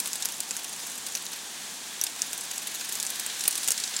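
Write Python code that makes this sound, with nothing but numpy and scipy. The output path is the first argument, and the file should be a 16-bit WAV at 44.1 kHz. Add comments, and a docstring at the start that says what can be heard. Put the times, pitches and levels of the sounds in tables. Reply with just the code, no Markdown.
"""Hail at an open window

One mono microphone at an open window, facing garden shrubs in hail and rain. Close up, hailstones click
or shatter on the sill, frame and pane and echo briefly in the recess; smaller ones patter between them.
Farther off, the rain hisses in the leaves. The hail thins out in the middle and then thickens."""
import sys
import numpy as np
from scipy import signal
from scipy.fft import rfft, irfft, next_fast_len
from scipy.io import wavfile
from scipy.ndimage import map_coordinates

SR = 44100
rng = np.random.default_rng(int(sys.argv[2]) if len(sys.argv) > 2 else 0)


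def dump(signal):
    """Clip the signal to [-1, 1] and save it as 16-bit WAV at the path in sys.argv[1]."""
    limited = np.clip(np.atleast_2d(signal).T, -1, 1)
    pcm = np.round(limited * 32767).astype(np.int16)
    wavfile.write(sys.argv[1], SR, pcm)


N = 176400


def near_hail(lift_db=3):
    """Single stones strike right by the microphone."""
    # strikes: start_s, level_db (before the lift), knock_db, crack_db, pitch_hz, ping_db, shatter_share
    stones = [(.0015,-25.5,-17.5,0,9000,8,0.4),(0.0571,-31.5,-9.5,0,9050,7,0.97),(.074,-31.5,-13,6,7900,14,.5),(.1321,-29,-19,-1,6800,8,0.2),(.1562,-31.5,-14,-3,8000,11,0.5),(.224,-28,-17,-12,6300,4,0.44),(.251,-32,-12.5,4,5230,11,.2),(0.2559,-24.5,-15.5,-2,10900,4,0.14),(0.2878,-35,-8,-5,7250,6,0),(.322,-36,-25,2,10700,6,0.2),(.4038,-27,-19,-5,8700,5,.5),(0.5091,-28.5,-10.5,-15,7350,7,0.17),(0.567,-30,-13,-2,6300,10,0.2),(.645,-36,-8,-9,9500,7,0.4),(.7323,-37.5,-12,-11,6160,7,.5),
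              (1.0659,-32,-21,-4,8000,4.5,0.55),(1.152,-27,-11,0.5,5900,13.5,.3),(1.169,-36.5,-10,-18,6030,11,0.8),(1.2655,-34.5,-34,-19,3900,2,0.1),(1.3315,-36,-9,-8,9650,2,0.8),
              (2.0142,-23.5,-20,5,5930,24,0),(2.0384,-23,-22,-2.5,9500,8,0.16),(2.0664,-30.5,-10.5,-7,4960,7,0.8),(2.2194,-22,-23,-7,6700,5,0.09),(2.3318,-30,-10.5,2,8760,9,0.15),(2.3784,-34,-24,0,8230,10,0.3),(2.4105,-34,-25,-8,8870,10,0.3),(2.512,-32.5,-11,-4,6490,4,0.82),(2.5803,-30.5,-22,-6,7960,11,0),(2.672,-31,-13,-2,7370,2,0.8),(2.747,-34.5,-20,-4,6440,8,1),(2.8102,-35.5,-7,-14,6580,4,.9),(2.891,-35.5,-12,-1,8610,6,0.8),(2.9237,-31,-23,4,7000,9,0.75),(2.954,-30.5,-23,-5,6660,4,.2),
              (3.0005,-28.5,-22,-10,8000,1,0.2),(3.028,-28,-28,-2,7000,2,0.34),(3.0516,-36,-21,3,9600,15,0.2),(3.066,-29.5,-28,-9,6700,2,.3),(3.1025,-30,-27,2,10200,1,0.6),(3.157,-34.5,-24,-2,7750,4,0.74),(3.1964,-29,-15,2,7700,10,0.6),(3.264,-28.5,-16,3,7400,7,0),(3.298,-35.5,-16,-17.5,3920,5.5,1),(3.3935,-34.5,-20,-1,8180,1,.8),(3.408,-29.5,-17,-8,6320,0,0.54),(3.438,-29.5,-12,-3,7640,1,.7),(3.454,-32,-5.5,-9,3510,0,.9),(3.4781,-19,-15.5,5.5,9000,10,0.46),(3.48,-20,-16.5,7,8360,11,0),
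              (3.509,-29,-26,-5,9430,8,0.4),(3.5257,-32.5,-16,-7,6450,-1,0.98),(3.5549,-29,-15,-6,6100,5,0.26),(3.577,-28.5,-15,0,9000,11,0.86),(3.631,-32,-12,-6,6830,-3,0.8),(3.643,-33.5,-20,-2,10480,6,0.7),(3.6771,-25,-18,1,8720,4,0.14),(3.6842,-22,-12.5,1,7040,9,0.7),(3.7064,-21.5,-15,-7,8060,-5,0),(3.715,-29,-26,-13,8140,1,0.5),(3.719,-22.5,-19.5,-1,6700,4,0.3),(3.778,-29,-21,-12,6200,1,0.44),(3.7998,-31.5,-18,-12,5560,5,1),(3.837,-27.5,-16,-19,4950,4,0.85),(3.8744,-35,-16,-26,5200,13,1),(3.9396,-35,-9,-25,3494,6,0.8),(3.965,-25.5,-24,-18,7400,5,0.6),(3.99,-33.5,-8,-17,5170,10,0.74)]
    out = np.zeros(N)
    for start_s, level_db, *character in stones:
        add(out, start_s, amp(level_db + lift_db) * hailstone(*character))
    return out


def hailstone(knock_db, crack_db, pitch_hz, ping_db, shatter):
    """The contact, coloured by the stone (thin and bright if it stays whole), over a knock of the frame."""
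    # tone of a hailstone: frequency_hz, gain_db
    stone_tone = [(100, -38), (1500, -30), (2700, -20), (3400, 3), (4500, -3.5), (6800, -1), (10500, 0),
                  (15500, -9)]
    blow = contact(shatter)
    hz = np.fft.rfftfreq(len(blow), 1 / SR)
    ring_db = ping_db * resonance(hz, pitch_hz, width_octaves=0.12)
    treble_db = crack_db * np.interp(hz, [7900, 12100], [0, 1])
    # a stone radiates little below its edge, which is lower if it shatters or has a low pitch
    edge_hz = min(np.interp(shatter, [0, 1], [5140, 3540]), 0.82 * pitch_hz)
    skirt_db = np.interp(hz / edge_hz, [0.5, 1], [-20, 0])
    colour = minimum_phase(along(stone_tone, hz) + ring_db + treble_db + skirt_db)
    snap = struck(rfft(blow) * colour)
    return snap + amp(knock_db) * frame_knock(hz, shatter)


def contact(shatter):
    """A whole stone gives one tight click, a shattering one a spray of splinters that echoes more."""
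    touch, splinters = burst(t60_s=0.0042), burst(t60_s=0.018)
    recess = burst(t60_s=0.041, delay_s=0.003)  # echoes off the window recess
    touch[0] += 1  # the first hard touch
    t = np.arange(len(splinters)) / SR
    splinters *= 1 - np.exp(-t / 0.0012)
    splinters /= np.linalg.norm(splinters)
    blow = np.sqrt((1 - shatter) / 2) * touch + np.sqrt(shatter) * splinters
    pane_delay_s = 0.0041 * (0.5 + rng.random())
    pane = np.roll(blow, round(pane_delay_s * SR))  # one clear reflection off the open pane
    return blow + amp(-8.5) * pane + amp(-9.5) * (1 + shatter) / 2 * recess


def frame_knock(hz, shatter):
    """The wooden frame and sill ring briefly in their modes under the blow."""
    # modes of the wood: pitch_hz, width_hz, gain_db
    modes = [(273, 140, -2.5), (487, 100, 1), (785, 230, -1.5), (1150, 200, -0.5), (1450, 240, 3),
             (2804, 570, 6.5)]
    wood = 0
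    for k, (pitch_hz, width_hz, gain_db) in enumerate(modes):
        damping = 1j * hz * width_hz
        wood += (-1) ** k * amp(gain_db) * damping / (pitch_hz ** 2 - hz ** 2 + damping)
    push = burst(t60_s=0.046)  # the frame's shudder
    push[0] += 1 - shatter  # the blow itself
    return struck(rfft(push) * wood)


def patter(typical_hz=6140, scatter_octaves=0.3, scatter_db=1):
    """Small stones land at random and shatter, more often as the shower thickens."""
    # fall of small stones: time_s, stones_per_s, level_db
    fall = [(0, 63, -43), (.6, 42.5, -39.5), (1.3, 32.2, -36), (1.42, 10.8, -48), (1.95, 13.8, -43),
            (2.3, 42.7, -40), (2.9, 65, -36.5), (3.3, 50.5, -46), (3.55, 121, -43), (4, 77, -48)]
    stones_per_s, level_db = curves(fall)
    stones_due = np.cumsum(stones_per_s) / SR
    out = np.zeros(N)
    for k, (jitter, softness, detune) in enumerate(rng.standard_normal((400, 3))):
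        i = np.searchsorted(stones_due, k + jitter)
        if 0 < i < N:
            pitch_hz = typical_hz * 2 ** (scatter_octaves * detune)
            stone = hailstone(knock_db=-11, crack_db=6.5, pitch_hz=pitch_hz, ping_db=15, shatter=0.91)
            add(out, i / SR, amp(level_db[i] - scatter_db * softness) * stone)
    return out


def rain(trim_db=-0.5):
    """Out in the garden: a low wash, drops on leaves and a fizz of fine spray."""
    # course of the rain: time_s, wash_db, leaves_db, fizz_db (the last two before the trim)
    levels = [(0, -48.5, -42, -38.5), (.28, -50.5, -41.5, -40), (.89, -50.5, -43, -39.5),
              (1.46, -51, -42.5, -41), (1.98, -50.5, -42, -40.5), (3.0, -50, -39.5, -39),
              (3.61, -50, -39.5, -36), (4, -51.5, -38.5, -38)]
    # spectra of the three layers: frequency_hz, relative_density_db
    wash_tone = [(25, -17), (70, -15.5), (95, -13), (130, -5.5), (195, 2), (260, 0.5), (400, -2),
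                 (590, -2.5), (780, 1.5), (1100, 0.5), (1400, -5), (2200, -45)]
    leaves_tone = [(200, -72), (700, -12.5), (1250, -10.5), (1600, -.5), (2100, -2.5), (2750, -2),
                   (3400, -.5), (4500, -1.5), (5500, -9), (8000, -14.5)]
    fizz_tone = [(1000, -70), (3200, -23), (4800, -4.5), (6200, 1), (7600, 0.5), (9500, -3), (11500, -9),
                 (13000, -16.5), (15600, -22.5)]
    wash_db, leaves_db, fizz_db = curves(levels)
    wash = amp(wash_db) * shower(wash_tone, drop_db=-6, flutter_db=0.25)
    leaves = amp(leaves_db) * shower(leaves_tone, drop_db=-3.5, flutter_db=0.75)
    fizz = amp(fizz_db) * shower(fizz_tone, drop_db=-3.5, flutter_db=0.56)
    return wash + amp(trim_db) * (leaves + fizz)


def shower(spectrum, drop_db, flutter_db, drops_per_s=2200, spread_db=3):
    """Countless far drops merge to noise; nearer ones of uneven size add grain."""
    landings = (rng.random(N) < drops_per_s / SR) * rng.choice([-1, 1], N)
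    near_drops = landings * amp(spread_db * rng.standard_normal(N))
    drops = rng.standard_normal(N) + amp(drop_db) * unit(near_drops)
    hiss = unit(filtered(drops, lambda hz: amp(along(spectrum, hz))))
    return hiss * amp(flutter_db * wobble(knots_per_s=14))


def window_gap(x, lift_db=2.5):
    """The opening lifts one narrow band of the sound that comes through it."""
    # resonance of the gap, which shifts as the microphone moves: time_s, pitch_hz
    gap = [(0, 3780), (.6, 3440), (1.3, 3620), (1.85, 3200), (2.15, 3700), (2.7, 3400), (2.9, 4030),
           (3.4, 3850), (3.6, 4534)]
    hz, t, spectra = signal.stft(x, SR, nperseg=1024)
    pitch_hz = np.interp(t, *np.transpose(gap))
    gain_db = lift_db * resonance(hz[:, None], pitch_hz, width_octaves=0.099)
    return signal.istft(spectra * amp(gain_db), SR)[1][:N]


def amp(db):
    return 10 ** (np.asarray(db) / 20)


def unit(x):
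    return x / np.sqrt(np.mean(x ** 2) + 1e-20)


def resonance(hz, pitch_hz, width_octaves):
    """A peak of height 1 that falls to half at width_octaves either side."""
    return 1 / (1 + (np.log2((hz + 1) / pitch_hz) / width_octaves) ** 2)


def along(points, hz):
    """Interpolate (frequency_hz, value) points on a log axis."""
    knots_hz, values = np.transpose(points)
    return np.interp(np.log(hz + 1), np.log(knots_hz + 1), values)


def curves(rows):
    """One value per sample for each column after the time."""
    time_s, *columns = np.transpose(rows)
    return [np.interp(np.arange(N) / SR, time_s, column) for column in columns]


def wobble(knots_per_s):
    """A smooth random curve."""
    knots = rng.standard_normal(int(N * knots_per_s / SR) + 4)
    return map_coordinates(knots, [np.arange(N) * knots_per_s / SR])


def filtered(x, response):
    """Shape x by a gain that depends on frequency."""
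    size = next_fast_len(N + SR // 2)
    return irfft(rfft(x, size) * response(np.fft.rfftfreq(size, 1 / SR)), size)[:N]


def minimum_phase(gain_db):
    """The response with this gain that rings only after the blow."""
    cepstrum = irfft(np.log(amp(gain_db)))
    half = len(cepstrum) // 2
    cepstrum[1:half] *= 2
    cepstrum[half + 1:] = 0
    return np.exp(rfft(cepstrum))


def burst(t60_s, delay_s=0, size=4096):
    """Dying noise of energy 1."""
    t = np.arange(size) / SR
    x = rng.standard_normal(size) * 1e-3 ** (t / t60_s) * (t >= delay_s)
    return x / np.linalg.norm(x)


def struck(spectrum):
    """A blow's waveform with rms 1 over its first 5 ms."""
    x = irfft(spectrum)
    return x / np.sqrt(np.mean(x[:SR // 200] ** 2))


def add(track, start_s, sound):
    """Mix a sound into the track."""
    i = int(np.clip(round(start_s * SR), 0, N - 1))
    track[i:i + len(sound)] += sound[:N - i]


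def scene():
    """Rain beyond the window, hail close by, and the hail's faint echo from the room behind."""
    garden = window_gap(rain())
    room = burst(t60_s=0.13, delay_s=0.0047, size=16384)
    hail = near_hail() + patter()
    mono = garden + hail + amp(-28) * signal.fftconvolve(hail, room)[:N]
    return np.array([mono, mono])


def record(dry):
    """The recorder rounds off the hardest peaks and keeps nothing above its band limit."""
    ceiling, hardness, top_hz = 0.68, 4, 15900
    rounded = dry / (1 + np.abs(dry / ceiling) ** hardness) ** (1 / hardness)
    return np.array([filtered(channel, lambda hz: hz < top_hz) for channel in rounded])


dry = scene()
out = record(dry)
dump(out)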